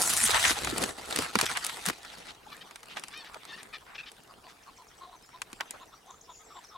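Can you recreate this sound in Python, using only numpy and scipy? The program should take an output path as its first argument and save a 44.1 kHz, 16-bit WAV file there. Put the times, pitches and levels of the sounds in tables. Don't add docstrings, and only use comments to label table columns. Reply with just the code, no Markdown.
import sys
import numpy as np
from scipy import signal
from scipy.fft import rfft, irfft, next_fast_len
from scipy.io import wavfile
from scipy.ndimage import uniform_filter1d, map_coordinates

SR = 44100
rng = np.random.default_rng(int(sys.argv[2]) if len(sys.argv) > 2 else 0)


def wrap_up_sound(samples):
    columns = np.atleast_2d(samples).T
    tamed = np.clip(columns, -1, 1)
    steps = np.round(tamed * 32767).astype(np.int16)
    wavfile.write(sys.argv[1], SR, steps)


N = 298557

# time in seconds, scraping level in dB.
BRUSH_LEVEL = [(0, -38.5), (0.26, -33), (0.305, -30.5), (0.35, -25.5), (0.42, -29.5), (0.51, -30.5),
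               (0.56, -40.5), (0.66, -40), (0.9, -40), (0.95, -53), (1.14, -39), (1.24, -36), (1.31, -49.5),
               (1.42, -37.5), (1.72, -44.5), (1.79, -48), (1.89, -41), (2.0, -57), (2.1, -46.5),
               (2.35, -53)]
# time in seconds, then needle crackle,
# rubbing and handling rumble, each in dB over the scraping.
CONTACT_BALANCE = [(0, 8.5, -11, -19), (0.25, 4, -19, -16), (0.34, -9, -28.5, -18.5),
                   (0.45, -0.5, -21, -22), (0.66, -4, -3, -6.5), (0.88, -3, -3, -12), (1.24, -4.5, -7, -20),
                   (1.42, -6, -15, -16), (1.65, -4, -13.5, -23), (2.3, -10, -6.5, -16)]
# time in seconds, level in dB.
STIR_LEVEL = [(2.3, -50), (2.42, -61), (2.51, -51), (2.83, -59), (2.92, -51), (3.3, -55.5), (3.59, -52.5),
              (3.75, -58), (4.5, -60), (5.37, -61.5), (5.74, -55), (5.88, -60.5), (6.23, -65),
              (6.66, -58.5), (6.77, -69)]
# frequency in Hz, level in dB.
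RUMBLE_SPECTRUM = [(12, -42), (20, -23), (54, 0.5), (145, -6.5), (170, -8.5), (220, -19), (370, -120)]
# frequency in Hz, level in dB.
RUB_SPECTRUM = [(76, -42), (130, -9.5), (210, -4.5), (301, -2.5), (387, -4.5), (492, -2.5), (700, -13.5),
                (910, -26.5), (1540, -120)]
# frequency in Hz, level in dB.
SCRAPE_SPECTRUM = [(320, -51), (550, -28), (645, -6), (812, -1), (953, -3), (1210, -2.5), (1340, 1.5),
                   (1590, -4.5), (1960, -1.5), (2230, -6), (3830, -3.5), (6000, -16), (7800, -31.5),
                   (13200, -120)]
# frequency in Hz, level in dB.
NEEDLE_SPECTRUM = [(2940, -24.5), (5000, -6), (5760, -5.5), (8090, 1), (8540, -2.5), (9370, 0.5),
                   (12600, -11.5), (14200, -16), (16000, -23)]
# frequency in Hz, level in dB.
STEM_SPECTRUM = [(76, -31), (130, -5.5), (285, -2.5), (537, -6), (787, -2), (1030, -2.5), (1140, -1.5),
                 (2570, -8.5), (3590, -8), (5270, -14), (7000, -20.5), (9100, -55), (15400, -120)]
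# frequency in Hz, level in dB.
BLADE_TIP_SPECTRUM = [(2940, -29), (5000, -13), (6570, -19), (7600, 5), (9550, 3), (14400, -6.5),
                      (16000, -27.5)]
# frequency in Hz, side to mid in dB.
NEAR_SIDE = [(60, -16), (110, -13.5), (200, -7.5), (380, -3), (700, -3), (1290, -5.5), (2380, -2),
             (4400, -6), (8120, -10), (15000, -29.5)]
# frequency in Hz, level in dB.
BREEZE_SPECTRUM = [(12, -41), (20, 2.5), (54, 3), (98, 1), (315, -5), (452, 3), (597, -6), (686, 0.5),
                   (788, 0), (1010, -5), (1980, -20.5), (3540, -17.5), (4430, -15), (5850, -14),
                   (15500, -21.5)]
# frequency in Hz, side to mid in dB.
FAR_SIDE = [(60, -17), (110, -10.5), (200, -8), (380, -5), (700, -7.5), (1290, -2.5), (2380, -2),
            (4400, -4), (8120, -14.5), (15000, -25)]
# start in seconds, energy of the crack in dB, brightness in dB
SNAPS = [(0.0233, -9, 7.5), (0.104, -26, 6.5), (0.1672, -12, 9), (0.1734, -10, 8), (0.2756, -10.5, 6.5),
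         (0.3124, -7.5, 3), (0.4514, -4, -8.5), (0.5083, -10, 3), (0.6468, -8.5, 0), (0.6725, -16, -11),
         (0.781, -16, 11), (0.8187, -15, 4), (0.8381, -7, 0), (1.1085, -14, -1.5), (1.1608, -6.5, 3),
         (1.188, -6.5, 0.5), (1.3545, -3, -6), (1.3881, -3.5, -3), (1.3988, -13, -7), (1.4121, -1.5, 1.5),
         (1.457, -16.5, 5.5), (1.5719, -7.5, -1), (1.647, -11.5, 5.5), (1.6655, -13, 7.5),
         (1.696, -18.5, -6.5), (1.856, -24, 11), (1.8623, -12.5, 8.5), (1.8859, -7.5, 1),
         (1.8988, -15, -11), (2.049, -26.5, -4.5), (2.71, -28, -4.5), (2.758, -22, -1),
         (2.831, -26.5, -2.5), (2.97, -19.5, -9), (2.996, -23.5, 3), (3.0373, -18.5, -1), (3.083, -24, 2),
         (3.344, -23.5, -4), (3.452, -26, -0.5), (3.631, -28.5, 5.5), (4.1173, -30.5, 4.5),
         (5.418, -12.5, -1), (5.53, -22.5, -0.5), (5.6077, -13.5, -8), (5.7081, -19, 7.5)]
# start in seconds, energy in dB.
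BUMPS = [(0.5075, -7), (0.7813, -11.5), (0.8381, -10), (1.187, -2.5), (1.3545, -1), (1.428, -7.5),
         (1.8866, -13), (1.8995, -11.5), (5.53, -22.5)]
# frequency in Hz, level in dB.
KNOCK_SPECTRUM = [(40, -23.5), (100, -5), (150, -13), (210, 0), (320, -2.5), (500, -4), (900, -28),
                  (2000, -51)]
# frequency in Hz, level in dB.
WOOD_SPECTRUM = [(250, -17.5), (550, -2.5), (850, 9.5), (1400, 10.5), (2500, 5.5), (3300, 0), (6000, -24.5)]
# frequency in Hz, level in dB.
CRACK_SPECTRUM = [(1200, -42.5), (2400, 2.5), (3100, -3.5), (4500, 1.5), (6000, -3), (7200, -7),
                  (11000, -61)]
# frequency in Hz, level in dB.
TWIG_TIP_SPECTRUM = [(3000, -30.5), (5600, -10.5), (7000, -1.5), (9000, 0.5), (11000, -6), (16000, -22.5)]
# start in seconds, length in seconds, level in dB, centre in Hz,
# width in octaves.
STROKES = [(0.21, 0.052, -46, 226, 0.12), (0.2333, 0.019, -22, 9370, 0.11),
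           (0.249, 0.017, -26.5, 9170, 0.5), (0.293, 0.0064, -33, 454, 0.091),
           (0.328, 0.061, -29.5, 1086, 0.67), (0.439, 0.048, -31.5, 1890, 0.49),
           (0.488, 0.034, -33, 4000, 0.89), (0.726, 0.014, -34.5, 320, 0.24), (0.792, 0.057, -36, 328, 1.8),
           (1.24, 0.029, -41, 1150, 0.61), (1.352, .028, -35.5, 203, 0.3), (1.427, 0.023, -33, 264, 3),
           (1.55, 0.032, -35.5, 1540, 0.78), (1.859, 0.05, -37, 4000, 8), (1.867, 0.05, -41, 184, 0.22),
           (2.28, 0.031, -47.5, 2680, 0.88), (2.463, 0.019, -51, 810, 0.18),
           (2.891, 0.054, -50.5, 2800, 0.58), (2.961, 0.032, -43.5, 1450, 1.55),
           (2.968, .012, -41.5, 776, 0.19), (3.354, 0.02, -47, 764, 0.74), (3.863, 0.097, -54, 1290, 0.67),
           (4.482, 0.044, -58, 2500, 1.3), (5.602, 0.016, -36, 1510, 0.72),
           (5.734, 0.031, -50.5, 816, 0.74)]
# start in seconds, length in seconds, pitch in Hz,
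# glide as a share of the pitch, level in dB, roughness 0-1, bill resonance in Hz.
SQUEALS = [(2.514, 0.032, 590, -.035, -48.5, 0.42, 1170), (2.573, 0.015, 628, 0, -57, 0.5, 2500),
           (2.606, 0.028, 636, -.01, -49.5, 0.63, 3100), (3.104, 0.077, 586, 0.023, -53.5, 0.45, 1170),
           (3.133, 0.022, 574, .09, -46.5, 0.63, 3380), (3.145, 0.062, 610, .05, -47.5, 0.25, 1910),
           (3.193, 0.042, 892, -0.067, -50.5, 0.42, 2600), (3.237, 0.055, 594, -.05, -52, 1, 1810),
           (3.469, 0.061, 901, -.04, -49, 0.5, 3260), (3.521, 0.041, 894, 0.083, -45.5, 0.28, 2850),
           (3.573, 0.047, 611, -.06, -50.5, 0.72, 1900), (3.727, 0.033, 604, -0.033, -43, 0.51, 2330),
           (3.747, 0.026, 591, -.04, -46.5, 0.67, 3440), (3.944, 0.027, 581, -.08, -46.5, 0.94, 2400),
           (3.977, 0.041, 850, 0.0034, -42, 0.56, 2660), (4.03, 0.015, 1250, .1, -51, 0.2, 2530),
           (4.056, 0.043, 603, -.02, -48.5, 0.96, 3130)]
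# frequency in Hz, level in dB.
SQUEAL_THROAT = [(400, -30), (900, -20), (1250, -3), (1800, -1), (2200, -1.5), (3100, -2.5), (3650, 0),
                 (4500, -5), (5400, -7.5), (6800, -22.5), (10000, -36.5)]
# start in seconds, length in seconds, pitch in Hz, glide as a share of the pitch,
# level in dB, lower throat resonance in Hz.
CLUCKS = [(4.288, 0.039, 387.5, 0.13, -55, 1170), (4.431, 0.062, 340, -.05, -56, 880),
          (4.659, 0.05, 361, -0.23, -53.5, 1020), (4.774, 0.066, 338, -0.23, -56.5, 940),
          (5, 0.074, 355.5, 0.097, -49, 1060), (5.058, 0.065, 357, -.08, -57.5, 730),
          (5.116, 0.0506, 339, -0.17, -53.5, 990), (5.327, 0.051, 330, 0.041, -52, 1000),
          (5.6, 0.045, 361, -.18, -52, 1040), (5.794, 0.056, 344, -0.17, -52.5, 1000),
          (5.912, 0.045, 437, -0.035, -56, 1210), (6.038, 0.074, 382, 0.024, -61, 770),
          (6.078, 0.052, 363, -0.19, -52, 990), (6.124, 0.033, 426, 0.018, -59, 1260),
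          (6.276, 0.054, 338, -0.11, -51.5, 1010), (6.391, 0.043, 418, 0.015, -63, 1250),
          (6.493, 0.051, 414.4, 0.0087, -55, 1240), (6.537, 0.067, 352, -0.15, -50.5, 975),
          (6.701, 0.067, 426, -0.016, -57, 1250), (6.742, 0.075, 355, -0.1, -44.5, 1040)]
# frequency in Hz, level in dB.
CLUCK_THROAT = [(200, -25), (420, -19), (720, -16), (1000, -14), (1300, -13), (1650, -24), (2400, -26),
                (3200, -26), (5000, -35), (7000, -48)]
# start in seconds, level of the rise in dB.
HOOKS = [(4.62, -60.5), (4.762, -57.5), (4.872, -58.5), (4.966, -62)]
# start in seconds, length in seconds, start in Hz, end in Hz, level in dB.
SLURS = [(6.105, 0.0075, 8040, 5300, -51), (6.21, 0.0091, 5400, 7400, -52), (6.638, 0.021, 6400, 4960, -55),
         (6.683, 0.025, 6400, 4800, -57)]
# start in seconds, length in seconds, notes per second,
# top in Hz, bottom in Hz, level in dB just past the middle.
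TRILLS = [(5.257, 0.099, 75, 5850, 5250, -66), (6.297, 0.11, 57, 7300, 6400, -55),
          (6.295, 0.11, 53, 6000, 5350, -66)]
# start in seconds, length in seconds, pitch in Hz, level in dB.
WHISTLES = [(5.228, 0.026, 5150, -62), (5.54, 0.075, 7450, -70), (5.81, 0.023, 6850, -65.5),
            (5.935, 0.045, 5760, -64.5), (6.437, 0.053, 7600, -64.5), (6.512, 0.11, 7500, -64),
            (6.443, 0.13, 5580, -67)]

BLADE_TIPS_DB = -12
BREEZE_DB = -62.5
TOP_HZ = 16000
SNAP_KNOCK_DB = -26.5
BUMP_T60_S = 0.038
TICKS_PER_S, TICK_DB, TICK_SCATTER_DB, TICK_BRIGHT_DB = 9, 13, 5.5, 4.5

SQUEAL_ARCH, SQUEAL_JITTER, SQUEAL_FULLNESS = 0.035, 0.06, 0.69
CLUCK_ARCH, CLUCK_JITTER, CLUCK_FULLNESS = 0.11, 0.081, 1.05
BILL_DB, BILL_WIDTH_HZ = 2, 190
LOWER_DB, LOWER_WIDTH_HZ, UPPER_DB, UPPER_WIDTH_HZ = 2, 217, -9.5, 370
EASY_HZ, EASY_ROUGH, ROUGH_PER_HZ = 349, 0.516, 0.0029
UPPER_HZ, UPPER_EXTRA_HZ, SETTLE_S = 3490, 1300, 0.77

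HOOK_FALL_HZ, HOOK_RISE_HZ = (7660, 6000), (4980, 6480)
HOOK_HALF_S, HOOK_FALL_DB = 0.0112, -5.5
SWEEP_WAVER, WHISTLE_WAVER, WAVER_PER_S = 0.011, 0.022, 400
TWITTER_S, TWITTER_HZ = (4.95, 8.3), (5200, 7900)
TWITTER_NOTE_S, TWITTER_GLIDE, TWITTER_DB = 0.033, 0.1, -66


def amp(db):
    return 10 ** (np.asarray(db) / 20)


def unit(x):
    return x / np.sqrt(np.mean(x ** 2) + 1e-20)


def along(points, hz):
    f, v = np.transpose(points)
    return np.interp(np.log(hz + 1), np.log(f + 1), v)


def curves(rows):
    s, *cols = np.transpose(rows)
    return [np.interp(np.arange(N) / SR, s, c) for c in cols]


def wobble(rate, n):
    knots = rng.standard_normal(int(n * rate / SR) + 4)
    return map_coordinates(knots, [np.arange(n) * rate / SR], mode="nearest")


def filtered(x, response):
    n = x.shape[-1]
    m = next_fast_len(n + 2048)
    return irfft(rfft(x, m) * response(np.fft.rfftfreq(m, 1 / SR)), m)[..., :n]


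def coloured(x, points):
    return unit(filtered(x, lambda hz: amp(along(points, hz))))


def stereo(pair, side):
    wide = filtered(pair[1], lambda hz: amp(along(side, hz)))
    return np.array([pair[0] + wide, pair[0] - wide])


def add(track, s, sound):
    part = track[..., max(round(s * SR), 0):][..., :sound.shape[-1]]
    part += sound[..., :part.shape[-1]]


def swell(length, fullness):
    u = np.linspace(0, 1, max(int(length * SR), 64))
    return u, np.abs(np.sin(np.pi * u)) ** fullness


def crackle(n, rate, spread_db, hiss):
    slips = (rng.random(n) < rate / SR) * amp(spread_db * np.minimum(rng.exponential(size=n), 4))
    decays = signal.lfilter([1], [1, -np.exp(-1 / (0.00022 * SR))], slips)
    grains = decays * rng.standard_normal((2, n))
    return unit(unit(grains) + hiss * rng.standard_normal((2, n)))


def patchy(x, depth_db):
    z = signal.stft(x, nperseg=512)[2]
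    across_pitch = uniform_filter1d(rng.standard_normal(z.shape[1:]), size=7, axis=0)
    field = uniform_filter1d(across_pitch, size=5, axis=1)
    return signal.istft(z * amp(depth_db * unit(field)), nperseg=512)[1][:, :N]


def foliage():
    scrape_db, = curves(BRUSH_LEVEL)
    needle_db, rub_db, rumble_db = curves(CONTACT_BALANCE)
    stir_db, = curves(STIR_LEVEL)
    touching = np.interp(np.arange(N) / SR, [2.3, 2.4], [1, 0])

    slips = patchy(crackle(N, rate=800, spread_db=3.5, hiss=0.99), depth_db=3.0)
    slips = slips * amp(1.88 * wobble(59.52, N))
    friction = coloured(slips, SCRAPE_SPECTRUM)
    friction += amp(rub_db) * coloured(slips, RUB_SPECTRUM)
    friction += amp(needle_db) * coloured(slips, NEEDLE_SPECTRUM)
    rumble = amp(rumble_db) * coloured(rng.standard_normal((2, N)), RUMBLE_SPECTRUM)
    branches = amp(scrape_db) * (friction + rumble)

    ticks = patchy(crackle(N, rate=500, spread_db=5.0, hiss=1.51), depth_db=4.0)
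    blade_tips = amp(BLADE_TIPS_DB) * coloured(ticks, BLADE_TIP_SPECTRUM)
    grass = amp(stir_db) * (coloured(ticks, STEM_SPECTRUM) + blade_tips)
    return stereo(touching * branches + (1 - touching) * grass, NEAR_SIDE)


def breeze():
    air = coloured(patchy(rng.standard_normal((2, N)), depth_db=2.0), BREEZE_SPECTRUM)
    return amp(BREEZE_DB + 0.257 * wobble(2.73, N)) * stereo(air, FAR_SIDE)


def struck(x, points, size=4096):
    cepstrum = irfft(np.log(amp(along(points, np.fft.rfftfreq(size, 1 / SR)))))
    cepstrum[1:size // 2] *= 2
    cepstrum[size // 2 + 1:] = 0
    y = irfft(rfft(x, size) * np.exp(rfft(cepstrum)))
    return y / np.linalg.norm(y, axis=-1, keepdims=True)


def burst(t60, size=2048):
    t = np.arange(size) / SR
    return rng.standard_normal((2, size)) * (amp(-60 * t / t60) + amp(-20.0 - 60 * t / 0.074))


def snap(bright_db):
    wood = struck(burst(0.025), WOOD_SPECTRUM)
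    wood += amp(SNAP_KNOCK_DB) * struck(burst(0.025), KNOCK_SPECTRUM)
    crack = struck(burst(0.017), CRACK_SPECTRUM)
    tip = struck(burst(0.0099), TWIG_TIP_SPECTRUM)
    return amp(-bright_db) * wood + crack + amp(bright_db) * tip


def snaps():
    out = np.zeros((2, N))
    for s, db, bright_db in SNAPS:
        add(out, s, amp(db) * snap(bright_db))
    for s, db in BUMPS:
        add(out, s, amp(db) * struck(burst(BUMP_T60_S), KNOCK_SPECTRUM))
    times, rustle_db = np.transpose(BRUSH_LEVEL[:-1] + STIR_LEVEL)
    for place, force, thinness in rng.random((int(TICKS_PER_S * N / SR), 3)):
        s = place * N / SR
        db = np.interp(s, times, rustle_db) + TICK_DB + TICK_SCATTER_DB * (2 * force - 1)
        add(out, s, amp(db) * snap(2 * TICK_BRIGHT_DB * thinness))
    return stereo(out, NEAR_SIDE)


def strokes():
    out = np.zeros((2, N))
    for s, length, db, centre_hz, octaves in STROKES:
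        u, envelope = swell(length, fullness=0.34)
        slips = crackle(len(u), rate=1100, spread_db=1.5, hiss=1.0) * envelope

        def band(hz):
            bell = np.exp(-.5 * (np.log2((hz + 1) / centre_hz) / octaves) ** 2)
            return bell / (1 + (hz / 11000) ** 4)
        add(out, s, amp(db) * unit(filtered(slips, band)))
    return stereo(out, NEAR_SIDE)


def syrinx(length, start_hz, end_hz, rough, arch, jitter, fullness, uneven_db, count=20):
    u, envelope = swell(length, fullness)
    rough = np.clip(rough, 0, 1)
    pitch = (start_hz + (end_hz - start_hz) * u) * (1 + arch * (np.sin(np.pi * u) - np.pi / 4))
    phase = 2 * np.pi * np.cumsum(pitch * (1 + jitter * rough * wobble(218.4, len(u)))) / SR
    k = np.arange(1, count + 1)[:, None]
    emphasis = amp(uneven_db * np.array([wobble(21.3, len(u)) for _ in k]))
    lag = rng.uniform(0, 2 * np.pi, k.shape)
    partials = emphasis * np.cos(k * phase + lag) * (k * pitch < SR / 2)
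    pulses = unit(partials.sum(0))
    pulses *= amp(5.7 * rough * wobble(412, len(u)))
    air = unit(rng.standard_normal(len(u)) * (0.84 + np.cos(phase)))
    voice = np.sqrt(1 - rough ** 2) * unit(pulses) + rough * air
    return np.pad(envelope * voice, (0, 128))


def bump(hz, centre_hz, width_hz):
    return 1 / (1 + ((hz - centre_hz) / width_hz) ** 2) ** 2


def squeals():
    out = np.zeros(N)
    for s, length, pitch_hz, glide, db, rough, bill_hz in SQUEALS:
        start_hz, end_hz = pitch_hz * (1 - glide / 2), pitch_hz * (1 + glide / 2)
        note = syrinx(length, start_hz, end_hz, rough, SQUEAL_ARCH, SQUEAL_JITTER, SQUEAL_FULLNESS, uneven_db=4)
        throat = lambda hz: amp(along(SQUEAL_THROAT, hz)) + amp(BILL_DB) * bump(hz, bill_hz, BILL_WIDTH_HZ)
        add(out, s, amp(db) * unit(filtered(note, throat)))
    return out


def clucks():
    out = np.zeros(N)
    for s, length, pitch_hz, glide, db, lower_hz in CLUCKS:
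        start_hz, end_hz = pitch_hz * (1 - glide / 2), pitch_hz * (1 + glide / 2)
        rough = EASY_ROUGH + ROUGH_PER_HZ * (pitch_hz - EASY_HZ)
        upper_hz = UPPER_HZ + UPPER_EXTRA_HZ * np.exp((CLUCKS[0][0] - s) / SETTLE_S)
        note = syrinx(length, start_hz, end_hz, rough, CLUCK_ARCH, CLUCK_JITTER, CLUCK_FULLNESS, uneven_db=2)
        throat = lambda hz: (amp(along(CLUCK_THROAT, hz))
                             + amp(LOWER_DB) * bump(hz, lower_hz, LOWER_WIDTH_HZ)
                             + amp(UPPER_DB) * bump(hz, upper_hz, UPPER_WIDTH_HZ))
        add(out, s, amp(db) * unit(filtered(note, throat)))
    return out


def hillside(x, wet_db, t60, pan_db):
    t = np.arange(SR // 2) / SR
    tail = rng.standard_normal((2, len(t))) * amp(-60 * t / t60) * (1 - np.exp(-t / 0.0016))
    scatter = signal.fftconvolve(x[None], tail / np.linalg.norm(tail[0]), axes=1)[:, :N]
    return x * amp([[pan_db / 2], [-pan_db / 2]]) + amp(wet_db) * scatter


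def whistle(length, start_hz, end_hz, waver):
    u, envelope = swell(length, fullness=0.65)
    pitch = (start_hz + (end_hz - start_hz) * u) * (1 + waver * wobble(WAVER_PER_S, len(u)))
    return unit(envelope * np.sin(2 * np.pi * np.cumsum(pitch) / SR))


def songbird(count=28):
    sweeps = list(SLURS)
    for s, db in HOOKS:
        sweeps.append((s, HOOK_HALF_S, *HOOK_FALL_HZ, db + HOOK_FALL_DB))
        sweeps.append((s + HOOK_HALF_S, HOOK_HALF_S, *HOOK_RISE_HZ, db))
    for s, length, rate, top_hz, bottom_hz, db in TRILLS:
        for d in np.arange(0, length, 1 / rate):
            note_db = db - 12 * abs(d / length - .55)
            sweeps.append((s + d, 0.92 / rate, top_hz, bottom_hz, note_db))
    out = np.zeros(N)
    for s, length, start_hz, end_hz, db in sweeps:
        add(out, s, amp(db) * whistle(length, start_hz, end_hz, SWEEP_WAVER))
    for s, length, hz, db in WHISTLES:
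        add(out, s, amp(db) * whistle(length, hz, hz, WHISTLE_WAVER))
    for when, height, slope in rng.random((count, 3)):
        s = np.interp(when, [0, 1], TWITTER_S)
        hz = np.interp(height, [0, 1], TWITTER_HZ)
        end_hz = hz * (1 + TWITTER_GLIDE * (2 * slope - 1))
        add(out, s, amp(TWITTER_DB) * whistle(TWITTER_NOTE_S, hz, end_hz, WHISTLE_WAVER))
    return out


def scene():
    twigs = (foliage() + strokes() + snaps()) * amp([[.2], [-.2]])
    partridge = hillside(squeals(), wet_db=-13, t60=0.15, pan_db=2.5)
    partridge += hillside(clucks(), wet_db=-14.5, t60=0.19, pan_db=1.5)
    far_bird = hillside(songbird(), wet_db=-5.0, t60=0.26, pan_db=3)
    return twigs + partridge + far_bird + breeze()


def record(dry):
    return filtered(dry, lambda hz: hz < TOP_HZ)


dry = scene()
out = record(dry)
wrap_up_sound(out)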